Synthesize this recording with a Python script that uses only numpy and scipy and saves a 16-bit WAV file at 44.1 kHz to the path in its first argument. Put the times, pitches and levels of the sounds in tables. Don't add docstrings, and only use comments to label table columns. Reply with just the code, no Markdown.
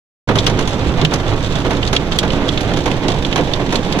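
import sys
import numpy as np
from scipy import signal
from scipy.fft import rfft, irfft
from scipy.io import wavfile
from scipy.ndimage import uniform_filter1d

SR = 44100
rng = np.random.default_rng(int(sys.argv[2]) if len(sys.argv) > 2 else 0)


def wav_out(sig):
    wavfile.write(sys.argv[1], SR, np.round(np.clip(np.atleast_2d(sig).T, -1, 1) * 32767).astype(np.int16))


N = 176400
BLOW_SAMPLES = 12000

# start_s, level_db, hardness_db (more means an icier crack)
ROOF_HITS = [(0.288, -1, -24), (0.355, -7.5, -7), (0.473, -11.5, -1), (0.589, -13.5, -1),
             (0.674, -20.5, 5.5), (0.982, -9.5, -24), (1.016, -7.5, -52), (1.117, -8.5, -27.5),
             (1.136, -19.5, 4.5), (1.315, -11.5, -41), (1.648, -8.5, -24), (1.706, -9.5, -9.5),
             (1.929, -9.5, -2.5), (2.229, -9.5, -13), (2.322, -7.5, -69), (2.606, -20, 3),
             (2.704, -9.5, -50), (2.77, -14.5, -3.5), (2.858, -8.5, -9), (3.04, -9, -48), (3.084, -13, -14),
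             (3.358, -9.5, -3.5), (3.38, -6.5, -47), (3.595, -11.5, -40), (3.724, -12, -3.5),
             (3.942, -8.5, -59), (3.987, -14.5, -0.5)]
# start_s, level_db, sharpness_db,
# pitch_hz
GLASS_HITS = [(0.386,-3,-15,3400), (.4661,-1.5,-11.5,3030), (1.0136,-12.5,-15,3380), (1.0489,0,-20,3010),
              (1.138,-14,-9,5700), (1.8284,-10,-24,2990), (1.8747,-15,-13,3800), (1.964,-2.5,-21,3200),
              (2.12,-12.5,-25,3220), (2.1872,-1.5,-12.5,3400), (2.3025,-12.5,-35,3200),
              (2.4887,-8,-21,3300), (2.575,-11,-30,3270), (2.9145,-13,-16,2750), (3.0825,-15,-6,3260),
              (3.2483,-11,-22,3270), (3.3265,-11,-20,3000), (3.5353,-9,-27,3620), (3.7557,-11,-8,3740),
              (3.924,-14,-12,3370)]
# start_s, level_db, pitch_hz
WIPER_THUMPS = [(0.861, -12.5, 65.6), (1.019, -6, 154)]
# pitch_hz, level_db, wander (0 to 1)
ENGINE_TONES = [(25.8, -29, 0), (61.33, -29.5, 0.34), (108.6, -27, 0.59)]

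# frequency_hz, level_db
ROOF_SPECTRUM = [(40, -31), (110, 0), (190, 0.5), (400, -3.5), (800, -10.5), (1700, -17), (2500, -17.5),
                 (3500, -18), (16000, -67)]
KNOCK_SPECTRUM = [(200, 0.5), (700, -0.5), (2300, -9.5), (3600, -15.5), (12000, -48)]
ICE_SPECTRUM = [(800, -43), (2000, 2), (3500, 7.5), (4900, -2), (6300, 1), (8300, -18), (10000, -10),
                (16000, -41)]
GLASS_SPECTRUM = [(900, -19), (2200, -8.5), (2750, -4.5), (3250, 3.5), (3800, -3.5), (6300, -21),
                  (8300, -34.5), (16000, -63)]
CONTACT_SPECTRUM = [(1500, -24), (3200, 4.5), (6800, -3), (16000, -36)]
PATTER_SPECTRUM = [(900, -4), (2400, -10), (3500, -0.5), (4900, -12), (6500, -13.5), (16000, -45.5)]
STREET_SPECTRUM = [(20, 8), (65, 0), (134, 7), (234, -6), (485, -15.5), (1000, -16.5), (2400, -21.5),
                   (3500, -29.5), (6200, -29.5), (8400, -44.5), (16000, -51)]
# frequency_hz, ring_s
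ROOF_RING_TIMES = [(120, 0.35), (600, 0.3), (3000, 0.13)]
# pitch_hz, boost_db
ROOF_RESONANCES = [(285, 4.5), (500, 3)]

# frequency_hz, likeness (0 to 1)
STEREO_LIKENESS = [(100, 1), (600, 0.94), (1400, 0.53), (3000, 0.36)]
# frequency_hz, left_minus_right_db
STEREO_BALANCE = [(150, -6.5), (400, -5.5), (800, -3.5), (1400, -2), (3000, -10.5), (5500, 0), (9000, -9)]
# frequency_hz, lead_radians
STEREO_LEAD = [(950, 0), (2300, -2.5), (3600, -6.5), (6000, -1.5)]
# time_s, left_minus_right_db
GLASS_POSITION = [(.4, 9), (3.5, -3)]
# time_s, frequency_hz
WINDOW_DIP = [(2.42, 770), (2.95, 1356)]


def roof_drumming(level_db=-20.5):
    return amp(level_db) * shower(ROOF_SPECTRUM, ROOF_RING_TIMES, rise_s=0.00018,
                                  per_s=260, spread_db=2.5, spots=28)


def roof_thuds(thud_db=-6, knock_db=-4, ice_db=-5, knock_share=0.22, bounce_db=-6):
    out = np.zeros((2, N))
    for start_s, level_db, hardness_db in ROOF_HITS:
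        boom = panel_blow(ROOF_SPECTRUM, ROOF_RING_TIMES, rise_s=0.0062)
        add(out, start_s, amp(level_db + thud_db) * boom)
        bounce_s = 0.012 * (1 + rng.random())
        for delay_s, drop_db in [(0, 0), (bounce_s, bounce_db)]:
            knock = panel_blow(KNOCK_SPECTRUM, ring_s=0.093, rise_s=0.00032)
            knock *= amp(knock_db + knock_share * hardness_db)
            ice = amp(ice_db + hardness_db) * panel_blow(ICE_SPECTRUM, ring_s=0.055, rise_s=0.001)
            add(out, start_s + delay_s, amp(level_db + drop_db) * (knock + ice))
    return out


def roof(narrowness=24):
    blows = roof_drumming() + roof_thuds()
    return blows + sum((amp(db) - 1) * signal.lfilter(*signal.iirpeak(hz, narrowness, fs=SR), blows)
                       for hz, db in ROOF_RESONANCES)


def glass_cracks(ring_db=-4, contact_db=-2, spray_db=1, contact_s=0.00021, spectrum_peak_hz=3250):
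    out, t = np.zeros((2, N)), np.arange(BLOW_SAMPLES) / SR
    for start_s, level_db, sharpness_db, pitch_hz in GLASS_HITS:
        spot_spectrum = np.array(GLASS_SPECTRUM) * [pitch_hz / spectrum_peak_hz, 1]
        ring = amp(ring_db) * panel_blow(spot_spectrum, ring_s=0.034, rise_s=0.00061)
        noise = irfft(cabin_noise_spectrum(CONTACT_SPECTRUM, BLOW_SAMPLES))
        contact = amp(contact_db) * unit_peak(noise * np.exp(-t / contact_s))
        spray = amp(spray_db) * panel_blow(CONTACT_SPECTRUM, ring_s=0.05, rise_s=0.001)
        crack = ring + amp(sharpness_db) * (contact + spray)
        side_db = np.interp(start_s, *np.transpose(GLASS_POSITION))
        add(out, start_s, amp(level_db) * pan(side_db) * crack)
    return out


def window_patter(level_db=-32, flurry_db=2.5):
    ticks = shower(PATTER_SPECTRUM, ring_s=0.05, rise_s=0.00012, per_s=250, spread_db=5.9, spots=24)
    flurries = unit_level(amp(flurry_db * drift(rate_hz=10)))
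    return amp(level_db) * ticks * flurries


def wipers(rise_s=0.021):
    out, t = np.zeros((2, N)), np.arange(BLOW_SAMPLES) / SR
    swell = (t / rise_s * np.exp(1 - t / rise_s)) ** 2
    for start_s, level_db, pitch_hz in WIPER_THUMPS:
        add(out, start_s, pan(-6.5) * amp(level_db) * swell * np.sin(2 * np.pi * pitch_hz * t))
    return out


def engine():
    t, hum = np.arange(N) / SR, 0
    for pitch_hz, level_db, wander in ENGINE_TONES:
        waver = 1 - wander + wander * (drift(rate_hz=10) + 1j * drift(rate_hz=1))
        tone = (waver * np.exp(2j * np.pi * pitch_hz * t)).real
        hum += amp(level_db) * unit_level(tone)
    return pan(-5.5) * hum


def street_wash(level_db=-21):
    return amp(level_db) * unit_level(irfft(cabin_noise_spectrum(STREET_SPECTRUM, N)))


def turn_to_window(sound, turn_s=2.24, dip_db=4.5, fade_db_per_s=3, boom_hz=100, boom_width_hz=45):
    hz, t, slices = signal.stft(sound, SR, nperseg=1024)
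    hz, since_s = hz[:, None], np.maximum(t - turn_s, 0)
    ratio = hz / np.interp(t, *np.transpose(WINDOW_DIP))
    near_dip = np.exp(-((ratio - 0.9) / 0.23) ** 2)
    ripple_db = dip_db * np.minimum(10 * since_s, 1) * np.cos(3 * np.pi * ratio) * near_dip
    boom_db = -fade_db_per_s * since_s * np.exp(-((hz - boom_hz) / boom_width_hz) ** 2)
    return signal.istft(slices * amp(ripple_db + boom_db), SR)[1][:, :N]


def shower(spectrum, ring_s, rise_s, per_s, spread_db, spots):
    out = np.zeros((2, N))
    for _ in range(spots):
        sizes = amp(spread_db * np.minimum(rng.exponential(1, N), 3))
        stones = sizes * (rng.random(N) < per_s / spots / SR)
        out += signal.oaconvolve(stones[None], panel_blow(spectrum, ring_s, rise_s), axes=1)[:, :N]
    return unit_level(out)


def panel_blow(spectrum, ring_s, rise_s):
    noise = cabin_noise_spectrum(spectrum, BLOW_SAMPLES)
    hz = np.fft.rfftfreq(BLOW_SAMPLES, 1 / SR)
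    t, out = np.arange(BLOW_SAMPLES) / SR, 0
    octaves_hz = np.geomspace(100, 12800, 8)
    for centre_hz, this_octave in zip(octaves_hz, np.eye(8)):
        band = irfft(noise * look_up(np.c_[octaves_hz, this_octave], hz))
        swell = 1 - np.exp(-t / (rise_s + 1 / centre_hz))
        fade = amp(-60 * t / look_up(ring_s, centre_hz))
        out += band * swell * fade
    return unit_peak(out)


def cabin_noise_spectrum(spectrum, samples):
    hz = np.fft.rfftfreq(samples, 1 / SR)
    shared, separate = rng.standard_normal((2, len(hz))) + 1j * rng.standard_normal((2, len(hz)))
    likeness = look_up(STEREO_LIKENESS, hz)
    left = shared * np.exp(1j * look_up(STEREO_LEAD, hz))
    right = likeness * shared + np.sqrt(1 - likeness ** 2) * separate
    return np.array([left, right]) * amp(look_up(spectrum, hz)) * pan(look_up(STEREO_BALANCE, hz))


def drift(rate_hz):
    hz = np.fft.rfftfreq(N, 1 / SR)
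    return unit_level(irfft(rfft(rng.standard_normal(N)) * np.exp(-(hz / rate_hz) ** 2)))


def amp(db):
    return 10 ** (np.asarray(db) / 20)


def unit_level(sound):
    return sound / np.sqrt(np.mean(sound ** 2) + 1e-20)


def unit_peak(blow):
    return blow / np.sqrt(uniform_filter1d((blow ** 2).mean(0), size=132).max())


def look_up(table, hz):
    if np.isscalar(table):
        return table
    row_hz, values = np.transpose(table)
    return np.interp(np.log(hz + 1), np.log(row_hz), values)


def pan(side_db):
    gains = amp(np.vstack([side_db, -side_db]) / 2)
    return gains / np.sqrt((gains ** 2).mean(0))


def add(mix, start_s, sound):
    part = mix[:, round(start_s * SR):][:, :sound.shape[1]]
    part += sound[:, :part.shape[1]]


def scene():
    hail = roof() + window_patter() + street_wash() + glass_cracks()
    return turn_to_window(hail + wipers() + engine())


def record(dry, start_s=0.2734, limit_db=-11, recover_db_per_s=90, squeeze=0.44, top_hz=16100):
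    t = np.arange(N) / SR
    dry = dry * np.clip((t - start_s) / 0.0048, 0, 1)
    power_db = 10 * np.log10(abs(uniform_filter1d((dry ** 2).mean(0), size=130)) + 1e-12)
    recovery_db = t * recover_db_per_s
    held_db = np.maximum.accumulate(power_db + recovery_db) - recovery_db
    over_db = np.maximum(held_db - limit_db, 0)
    duck_db = squeeze * signal.lfilter([.01], [1, -.99], over_db)
    clipped = np.clip(dry / amp(duck_db), -1, 1)
    treble_cut = signal.firwin(511, top_hz, window=("kaiser", 9), fs=SR)
    return signal.oaconvolve(clipped, treble_cut[None], "same")


dry = scene()
out = record(dry)
wav_out(out)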